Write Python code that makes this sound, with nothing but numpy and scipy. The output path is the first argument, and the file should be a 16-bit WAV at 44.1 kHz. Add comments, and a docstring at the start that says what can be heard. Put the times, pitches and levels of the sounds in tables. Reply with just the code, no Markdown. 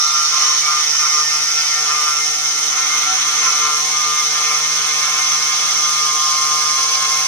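"""A small room, a hand-held stereo microphone close to a small CNC router carving a wooden board.
Feed motors sing faintly behind the spindle, which turns about 151 times a second: it hums and whines
on its shaft orders (multiples of that rate), its brushes scrape and its bearings rattle near 6 kHz.
In front, the bit shakes the frame near 1.2 kHz as it bites, tears fibres and squeals in the grain;
dust fizzes off it and a few splinters break away."""
import sys
import numpy as np
from scipy import signal
from scipy.fft import rfft, irfft, next_fast_len
from scipy.io import wavfile

SR = 44100
rng = np.random.default_rng(int(sys.argv[2]) if len(sys.argv) > 2 else 0)


def generate_wav(signal):
    """Clip the signal to [-1, 1] and save it as 16-bit WAV at the path in sys.argv[1]."""
    frames = np.transpose(np.atleast_2d(signal))
    scaled = np.clip(frames, -1, 1) * 32767
    pcm = np.round(scaled).astype(np.int16)
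    wavfile.write(sys.argv[1], SR, pcm)


N = 320607

# How alike noise is on the two sides of the microphone: frequency_hz, correlation
STEREO_LIKENESS = [(200, 0.89), (1300, 0.59), (2500, 1), (5000, 0.017), (12000, 0.027)]
# Feed motor notes: start_s, end_s, pitch_hz, level_db
FEED_NOTES = [(-.2, 2.2, 900, -48), (-.2, 2.5, 936, -53.5)]
# The spindle slows where the cut is heavy: time_s, turns_per_s
SPINDLE_SPEED = [(.2, 151.4), (.5, 150.3), (.65, 151.2), (.82, 150.6), (1.15, 151.05), (1.65, 151.15),
                 (2.08, 150.25), (2.4, 151.1), (2.8, 151.15), (3.2, 150.15), (3.36, 150.9), (3.56, 150.15),
                 (3.9, 151.05), (4.5, 151.05), (4.75, 151.4), (5.3, 151.35), (5.55, 151.7)]
# Slow levels of the lowest shaft orders: time_s, unbalance_db, second_order_db, side_load_db
HUM_LEVELS = [(0, -55, -62.5, -47), (1.05, -52.5, -65, -44.5), (2.3, -52.5, -54, -41), (3, -52, -50, -42.5),
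              (4, -49.5, -54, -40), (6.3, -50, -56, -43), (7.27, -50, -60, -40.5)]
# Shaft orders 3 to 6, relative to the side load: gain_db
SIDE_LOAD_ORDERS = [-5.5, -9.5, -1.5, -5.5]
# Slow levels of the motor's bands: time_s, low_whine_db, high_whine_db, housing_db
MOTOR_BANDS = [(0, -31, -23, -16), (.45, -29, -18.5, -23), (1.15, -26.5, -22, -20),
               (1.9, -25.5, -20.5, -21.5), (2.5, -29, -22.5, -24.5), (3, -26.5, -19, -29.5),
               (3.7, -28, -19.5, -26), (5.1, -25.5, -19, -25.5), (6.4, -32, -19.5, -24),
               (7.27, -28, -20.5, -26)]
# Shaft orders from 10 upwards: level_db, trend_db_per_s, left_over_right_db, right_lag_rad
WHINE_ORDERS = [(-40, 0, 3, 1.5), (-43, 2, -9, 2.5), (-38.5, -0.5, 3.5, 1.86), (-46.5, -1.6, 4, 0.3),
                (-33.5, 0.56, -3, 1.3), (-37.5, 0.85, -4, 1.75), (-40, -1.0, -3, 2.5),
                (-37.5, 0.1, -1.5, 2.5), (-45, 0, -13, 1.5), (-49, 2.5, 4, 2), (-39, -0.5, -1.5, 0.87),
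                (-36, -0.1, 2, 2.9), (-37, 1, -1, 1.9), (-40.5, 0.3, -4, 2), (-41, 0, -5.5, -1),
                (-36, -1, 6.5, 3), (-47, 0.5, 8, -1), (-38.5, 1.3, 20, 0.5), (-40, 0.5, 12, 0.5),
                (-38, -2, -4, 3.5), (-47, 3, 0, -2), (-42, -1.4, -11, 0.5), (-36, 1.9, 0, 2),
                (-32.5, 0.8, -18, 3.0), (-39.5, -0.5, -9, 0), (-40.5, 1.3, -17, 0.2),
                (-31, 0.4, -10.5, 2.5), (-28, 0.3, -3, 1.5), (-35, -0.5, -10, 2), (-30.5, 0.5, -3, 1.5),
                (-29, 0.5, 7, -1.2), (-31, 0.6, -7.5, 1.5), (-31.5, -1, -5, 4.5)]
# Spectra of the brushes, the dust and the bearings: frequency_hz, relative_db
BRUSH_SPECTRUM = [(50, -33), (200, -18.5), (500, -16), (850, -4), (1700, -4.5), (2200, -1.5), (2800, -4),
                  (3300, -0.5), (3900, -5.5), (4150, 2), (4500, -7), (6000, -10), (9000, -43)]
DUST_SPECTRUM = [(4000, -32), (7000, 2), (8300, -2.5), (9300, 3), (9800, -2), (12200, -8.5), (14000, -10.5),
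                 (15700, -17)]
BEARING_SPECTRUM = [(2000, -54), (4500, -40), (5500, -24), (6000, 1), (6450, 0.5), (6900, -10), (7800, -17),
                    (12000, -37)]
# Where the bearings sit in the stereo image: frequency_hz, left_over_right_db
BEARING_PAN = [(5600, 2.5), (6030, 13), (6200, -28), (6500, 96), (7800, -31)]
# Resonances of the collet and of the frame: pitch_hz, width_hz, relative_db
COLLET_MODES = [(5587, 440, 0)]
FRAME_MODES = [(1069, 23.5, 6), (1230, 39, 6), (1347.7, 19.3, 12.5)]
# The collet's ring, loudest where the bit digs hard: time_s, level_db
COLLET_LEVELS = [(0, -29), (.3, -23), (.45, -19.5), (.78, -26), (1.15, -21.5), (1.3, -29), (2.5, -25),
                 (2.8, -22.5), (3.3, -23), (3.49, -19.5), (3.7, -24), (7.27, -25)]
# Splinters breaking away: middle_s, half_length_s, level_db
SPLINTER_BREAKS = [(.415, .015, -27), (.437, .002, -23), (2.79, .03, -33)]
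# The bit sings briefly on one order: middle_s, half_length_s, shaft_order, level_db
BIT_SQUEALS = [(0.062, 0.12, 24, -32.5), (.03, 0.12, 27, -35), (.66, 0.07, 15, -30), (.48, .2, 37, -28),
               (1.2, .5, 37, -33), (1.02, .035, 14, -28.5), (1.15, .25, 33, -35), (1.27, .05, 12, -33),
               (1.62, 0.16, 33, -32), (2.206, 0.045, 14, -27.5), (2.96, 0.064, 14, -27.5),
               (3.11, 0.05, 5, -36), (4.19, 0.05, 14, -30), (4.57, .12, 15, -32), (6.196, .05, 22, -29.5)]
# Spectra of tearing fibres and of snaps knocking the board: frequency_hz, relative_db
TEAR_SPECTRUM = [(400, -21), (1200, -7), (1750, -6), (2250, 8), (2700, -2), (3130, 5), (3800, -15),
                 (5600, -8), (9000, -40)]
SNAP_SPECTRUM = [(250, -55), (750, -16), (1050, 0), (1380, 0), (1650, -14), (2250, -6), (6000, -50)]
# The bit's bites of wood: start_s, length_s, chatter_db, chatter_centre_hz, tear_db
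WOOD_BITES = [(-0.05, 0.3, -23, 1273, -30.5), (0.284, 0.26, -27, 1144, -23.5),
              (0.613, 0.18, -20.5, 1236, -27), (0.902, 0.058, -34, 1380, -25.5),
              (0.98, 0.076, -25, 1240, -22.5), (1.093, 0.12, -22.5, 1210, -29.5),
              (1.275, 0.088, -26.5, 1260, -65), (1.524, 0.072, -24, 1460, -40),
              (1.668, 0.22, -27.5, 1300, -38), (1.853, 0.22, -24.5, 1230, -29.5),
              (2.038, 0.15, -24.5, 1304, -42), (2.684, 0.17, -36, 1240, -26), (2.867, 0.17, -27, 1260, -28),
              (3.047, 0.071, -28, 1340, -35), (3.105, 0.29, -31, 1205, -26),
              (3.399, 0.075, -24.5, 1080, -21), (3.484, 0.19, -25.5, 1260, -28.5),
              (3.61, 0.17, -24, 1305, -60), (3.594, .32, -32.5, 1040, -34.5), (3.898, 0.33, -24, 1214, -60),
              (4.3, 0.28, -26.5, 1205, -28), (4.594, 0.92, -29.5, 1152, -30.5), (5.5, 0.39, -30, 1190, -32),
              (5.81, 0.24, -24.5, 1207, -99), (6.041, 0.72, -22, 1147, -37),
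              (6.738, 0.56, -26, 1077, -32.5)]

TOP_HZ = 15700
SCRAPE_DB, RATTLE_DB, WHINE_GAIN_DB = -12, -22.5, .8  # the scrape is relative to the high whine band
HUM_PER_EFFORT, WHINE_PER_EFFORT, RATTLE_PER_EFFORT = 0.23, 0.22, 0.028  # dB per dB of cutting effort
FLUTTER, FLUTTER_HZ_PER_ORDER = .75, 1.25  # no two turns are alike, so higher orders are broader
ATTACK_S, RELEASE_S, ARCH_DB = .05, .06, 3  # a bite sinks in, is deepest in its middle, and runs free
CHATTER_ORDERS, CHATTER_WIDTH_HZ = (7, 8, 9), 173.5  # the orders a bite shakes; reach from its centre
GRAZE_CHATTER_DB, GRAZE_CENTRE_HZ, GRAZE_TEAR_DB = -33, 1296, -36.5  # the bit only brushing the groove
GRAIN_DB, GRAIN_HZ = 1.3, 7  # uneven grain makes each chatter order waver
STUTTER_DB, STUTTER_HZ = 1.9, 16
SNAP_DB, SNAP_SPREAD_DB = -3.5, 4.5  # level beside the tearing; spread from turn to turn


def amp(db):
    """Decibels to gain."""
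    return 10 ** (np.asarray(db) / 20)


def unit(x):
    """Scale to rms 1."""
    return x / np.sqrt(np.mean(np.abs(x) ** 2) + 1e-20)


def along(points, hz):
    """Read (frequency_hz, value) points on a log axis."""
    point_hz, values = np.transpose(points)
    return np.interp(np.log(hz + 1), np.log(point_hz + 1), values)


def clock():
    """The time of every sample, in seconds."""
    return np.arange(N) / SR


def curves(rows):
    """One value per sample for each column after the time."""
    times, *columns = np.transpose(rows)
    return [np.interp(clock(), times, column) for column in columns]


def centred(curve):
    """A curve about its own average."""
    return curve - np.mean(curve)


def pan(side_db):
    """Left and right gains of constant power; positive is to the left."""
    gains = amp(np.array([np.atleast_1d(side_db), -np.atleast_1d(side_db)]) / 2)
    return gains / np.sqrt(np.mean(gains ** 2, axis=0))


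def drift(corner_hz, skirt=10):
    """A random complex curve of rms 1, mostly slower than corner_hz, steeply cut past skirt times that."""
    step = 64
    count = N // step + 2
    hz = np.fft.fftfreq(count, step / SR)
    white = rng.standard_normal(count) + 1j * rng.standard_normal(count)
    slow = np.fft.ifft(white / (1 + 1j * hz / corner_hz) / (1 + 1j * hz / corner_hz / skirt))
    return np.interp(np.arange(N), np.arange(count) * step, unit(slow))


def filtered(x, response):
    """x through a complex frequency response."""
    size = next_fast_len(N + SR // 4)
    return irfft(rfft(x, size) * response(np.fft.rfftfreq(size, 1 / SR)), size)[..., :N]


def noise():
    """White stereo noise, largely alike on both sides low down and unrelated in the treble."""
    def mid_side_gains(hz):
        spread = np.arccos(np.clip(along(STEREO_LIKENESS, hz), -1, 1)) / 2
        return np.array([np.cos(spread), np.sin(spread)])
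    mid, side = filtered(rng.standard_normal((2, N)), mid_side_gains)
    return np.array([mid + side, mid - side])


def coloured(x, spectrum):
    """x through a smooth spectrum, at rms 1."""
    return unit(filtered(x, lambda hz: amp(along(spectrum, hz))))


def ringing(x, modes):
    """x through steep-skirted resonances (pitch_hz, width_hz, relative_db), at rms 1."""
    def mode(hz, pitch, width):
        return 1j * hz * width / (pitch * pitch - hz * hz + 1j * hz * width)
    return unit(filtered(x, lambda hz: sum(amp(db) * mode(hz, pitch, width) * mode(hz, pitch, 5 * width)
                                           for pitch, width, db in modes)))


def diffuse(x, t60_s):
    """x through a dense short tail for each side, at rms 1."""
    t = np.arange(SR // 5) / SR
    tail = rng.standard_normal((2, len(t))) * amp(-60 * t / t60_s)
    return unit(signal.fftconvolve(x[None], tail, axes=1)[:, :N])


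def partial(phase, rough, width_hz, lag_rad, skirt=10):
    """A fluttering stereo tone of rms 1; the right lags, and each side also flutters on its own."""
    own = np.array([drift(width_hz, skirt), drift(width_hz, skirt)]) * (rough * min(abs(lag_rad), 1) / 2)
    shared = 1 + rough * drift(width_hz, skirt)
    offset = np.exp(.5j * lag_rad * np.array([[1], [-1]]))
    return unit(((offset * shared + own) * np.exp(1j * phase)).real)


def stutter(depth=1):
    """The unsteady gain of a chip that thickens and thins; depth 0 is a smooth cut."""
    return unit(amp(depth * STUTTER_DB * drift(STUTTER_HZ, skirt=2).real))


def feed_motors():
    """Far back in the sound, stepper motors hold faint notes while they feed the table."""
    t, out = clock(), np.zeros((2, N))
    for start, end, hz, db in FEED_NOTES:
        fade = np.clip(np.minimum(t - start, end - t) / 0.22, 0, 1)
        out += amp(db) * fade * partial(2 * np.pi * hz * t, rough=0.29, width_hz=0.93, lag_rad=0.36)
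    return out


def shaft_hum(angle, effort_db):
    """Unbalance drives the first two orders; the side load on the bit drives the next four."""
    unbalance_db, second_db, side_load_db = curves(HUM_LEVELS)
    load_db = side_load_db + HUM_PER_EFFORT * effort_db
    out = pan(-1.8) * amp(unbalance_db) * partial(angle, rough=0.27, width_hz=11.0, lag_rad=0.29)
    out += pan(2.6) * amp(second_db) * partial(2 * angle, rough=0.41, width_hz=8.8, lag_rad=0.24)
    for order, db in enumerate(SIDE_LOAD_ORDERS, 3):
        out += pan(1.1) * amp(db + load_db) * partial(order * angle, rough=.75, width_hz=6, lag_rad=0.34)
    return out


def brushes_and_dust(angle, high_whine_db):
    """Brushes scrape and tick each turn; dust fizzes off the bit, which whistles and rings ever more."""
    pulse = amp(1.3 * np.cos(angle) + 1.8 * np.cos(2 * angle) + drift(8).real)
    scrape = amp(high_whine_db + SCRAPE_DB) * coloured(noise() * pulse, BRUSH_SPECTRUM)
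    ticks = np.diff(np.floor(angle / (2 * np.pi)), prepend=0)
    fizz = unit(noise() * np.sqrt(pulse)) + amp(-9) * diffuse(ticks, t60_s=.05)
    progress = clock() * SR / N
    dust = amp(-33.5 + 2 * progress + 1.4 * drift(17).real) * coloured(fizz, DUST_SPECTRUM)
    ring = amp(-48.5 + 10.6 * progress) * pan(3) * ringing(fizz, [(8660, 85, 1), (8680, 71, -6)])
    whistle = amp(-53) * ringing(fizz, [(13100, 110, 0)])
    return scrape + dust + ring + whistle


def bearing_rattle(angle, effort_db, collet_db, scatter_s, uneven_db, diffuse_db):
    """The shaft rubs and knocks three times a turn, never quite alike, ringing bearings and collet."""
    turns = angle / (2 * np.pi)
    whole_turns = np.arange(int(turns[-1]))
    knocks = np.zeros(N)
    for turn_fraction, db in [(.05, -18), (.5, -10.5), (.72, -9)]:
        timing, strength = rng.standard_normal((len(whole_turns), 2)).T
        at_s = np.interp(whole_turns + turn_fraction, turns, clock()) + scatter_s * timing
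        samples = np.clip(np.round(at_s * SR).astype(int), 0, N - 1)
        knocks += np.bincount(samples, amp(db + uneven_db * strength), N)
    rub = unit(noise() * amp(4.5 * np.cos(2 * angle) + 3.5 * np.cos(angle)))
    drive = unit(knocks) + amp(diffuse_db) * diffuse(knocks, t60_s=0.19) + 1.7 * rub
    bearings = filtered(coloured(drive, BEARING_SPECTRUM), lambda hz: pan(along(BEARING_PAN, hz)))
    collet = pan(-20) * ringing(drive, COLLET_MODES)
    return amp(RATTLE_DB + RATTLE_PER_EFFORT * effort_db) * bearings + amp(collet_db) * collet


def motor_whine(angle, bands_db):
    """Commutator, fan and flute repeat every turn; each order flutters and slowly grows or fades."""
    swells_db = [centred(db) for db in bands_db]
    from_middle_s = centred(clock())
    out = np.zeros((2, N))
    for order, (db, trend, side_db, lag_rad) in enumerate(WHINE_ORDERS, 10):
        # each order swells with the part of the machine that rings at its pitch
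        band = np.searchsorted([19, 32, 40], order, side="right")
        phase = order * angle + rng.uniform(0, 2 * np.pi)
        tone = partial(phase, FLUTTER, FLUTTER_HZ_PER_ORDER * order, lag_rad, skirt=1.0)
        out += pan(side_db) * amp(db + swells_db[band] + trend * from_middle_s) * tone
    return amp(WHINE_GAIN_DB) * stutter(depth=.5) * out


def thud(middle_s, half_length_s, level_db):
    """One soft low thud."""
    rumble = coloured(noise(), [(110, 0), (250, -31), (800, -90)])
    return amp(level_db) * np.exp(-((clock() - middle_s) / half_length_s) ** 2) * rumble


def splinters():
    """Each splinter breaks away with a short broad rasp."""
    rasp = coloured(noise(), [(200, -40), (1200, 0), (4500, -3), (12000, -22)])
    return rasp * sum(amp(db) * np.exp(-((clock() - middle_s) / half_s) ** 2)
                      for middle_s, half_s, db in SPLINTER_BREAKS)


def bit_squeals(angle):
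    """Where the grain grips the bit, one order sings out roughly, stutters and breaks off."""
    grips, out = {}, np.zeros((2, N))
    for middle_s, half_s, order, db in BIT_SQUEALS:
        grip = amp(db) * np.clip(2 - 1.6 * np.abs(clock() - middle_s) / half_s, 0, 1)
        grips[order] = grips.get(order, 0) + grip
    for order, grip in grips.items():
        width_hz = FLUTTER_HZ_PER_ORDER * order / 2
        out += grip * stutter() * partial(order * angle, rough=.8, width_hz=width_hz, lag_rad=.7, skirt=2)
    return out


def fibre_snaps(angle):
    """Once a turn the flute snaps a fibre of uneven strength: a short dry knock in the board."""
    ticks = np.diff(np.floor(angle / (2 * np.pi) + .5), prepend=0)
    snaps = ticks * amp(SNAP_SPREAD_DB * rng.standard_normal(N)) * rng.choice([-1, 1], N)
    return coloured(diffuse(snaps, t60_s=.012), SNAP_SPECTRUM)


def bite_levels(orders_hz):
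    """Each bite shakes the orders near its centre and tears fibres; gives chatter and tear in dB."""
    def near(centre_hz):
        return 1 / (1 + ((np.array(orders_hz)[:, None] - centre_hz) / CHATTER_WIDTH_HZ) ** 2) ** 2
    chatter, tear, free = np.zeros((len(orders_hz), N)), np.zeros(N), np.ones(N)
    for start_s, length_s, chatter_db, centre_hz, tear_db in WOOD_BITES:
        age_s = clock() - start_s
        depth = np.clip(np.minimum(age_s / ATTACK_S, 1 - (age_s - length_s) / RELEASE_S), 0, 1)
        free *= 1 - depth
        arch = np.sin(np.pi * np.clip(age_s / (length_s + RELEASE_S), 0, 1))
        depth *= amp(ARCH_DB * (arch - 1))
        chatter += amp(chatter_db) * near(centre_hz) * depth
        tear += amp(tear_db) * depth
    chatter = np.hypot(chatter, free * amp(GRAZE_CHATTER_DB) * near(GRAZE_CENTRE_HZ))
    tear = np.hypot(tear, amp(GRAZE_TEAR_DB))
    return 20 * np.log10(chatter), 20 * np.log10(tear)


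def cutting(angle, chatter_db, tear_db):
    """Up front, the flute strikes once a turn: the frame chatters and torn fibres ring it in bursts."""
    # the frame's resonance delays each order differently, which spreads the blow over the turn
    phases = [order * angle - 0.97 * (order - CHATTER_ORDERS[1]) ** 2 for order in CHATTER_ORDERS]
    tones = [partial(phase, rough=.18, width_hz=10, lag_rad=.4) for phase in phases]
    chatter = sum(pan(side_db) * amp(db + GRAIN_DB * drift(GRAIN_HZ).real) * tone
                  for tone, db, side_db in zip(tones, chatter_db, (1, 7.5, 8.5)))
    bursts = noise() * amp(-2 * np.cos(angle))
    fibres = pan(4) * ringing(bursts, FRAME_MODES) + amp(-9.5) * coloured(bursts, TEAR_SPECTRUM)
    tearing = np.minimum(amp(tear_db - chatter_db.max(axis=0)), 1)
    chatter *= stutter(tearing)  # a clean cut holds steady, a tearing one stutters
    snaps = pan(1.9) * amp(SNAP_DB) * fibre_snaps(angle)
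    return chatter + amp(tear_db - 3.0) * (fibres + snaps)


def scene():
    """The router from close by: motor and cut follow the trembling shaft and the effort of the bites."""
    turns_per_s, = curves(SPINDLE_SPEED)
    angle = 2 * np.pi * np.cumsum(turns_per_s) / SR + 0.03 * drift(5.4).real
    chatter_db, tear_db = bite_levels([order * turns_per_s.mean() for order in CHATTER_ORDERS])
    effort_db = centred(20 * np.log10(amp(chatter_db).mean(axis=0) + amp(tear_db)))
    low_whine_db, high_whine_db, housing_db = curves(MOTOR_BANDS)
    low_whine_db += WHINE_PER_EFFORT * effort_db
    collet_db, = curves(COLLET_LEVELS)
    motor = shaft_hum(angle, effort_db)
    motor += motor_whine(angle, [low_whine_db, high_whine_db, housing_db, collet_db])
    motor += brushes_and_dust(angle, high_whine_db)
    motor += bearing_rattle(angle, effort_db, collet_db, scatter_s=.00005, uneven_db=2.0, diffuse_db=4.5)
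    wood = thud(middle_s=.44, half_length_s=.012, level_db=-48) + splinters()
    wood += cutting(angle, chatter_db, tear_db) + bit_squeals(angle)
    return feed_motors() + motor + wood


def record(dry):
    """The hand-held recorder passes nothing above its band limit."""
    return filtered(dry, lambda hz: hz < TOP_HZ)


dry = scene()
out = record(dry)
generate_wav(out)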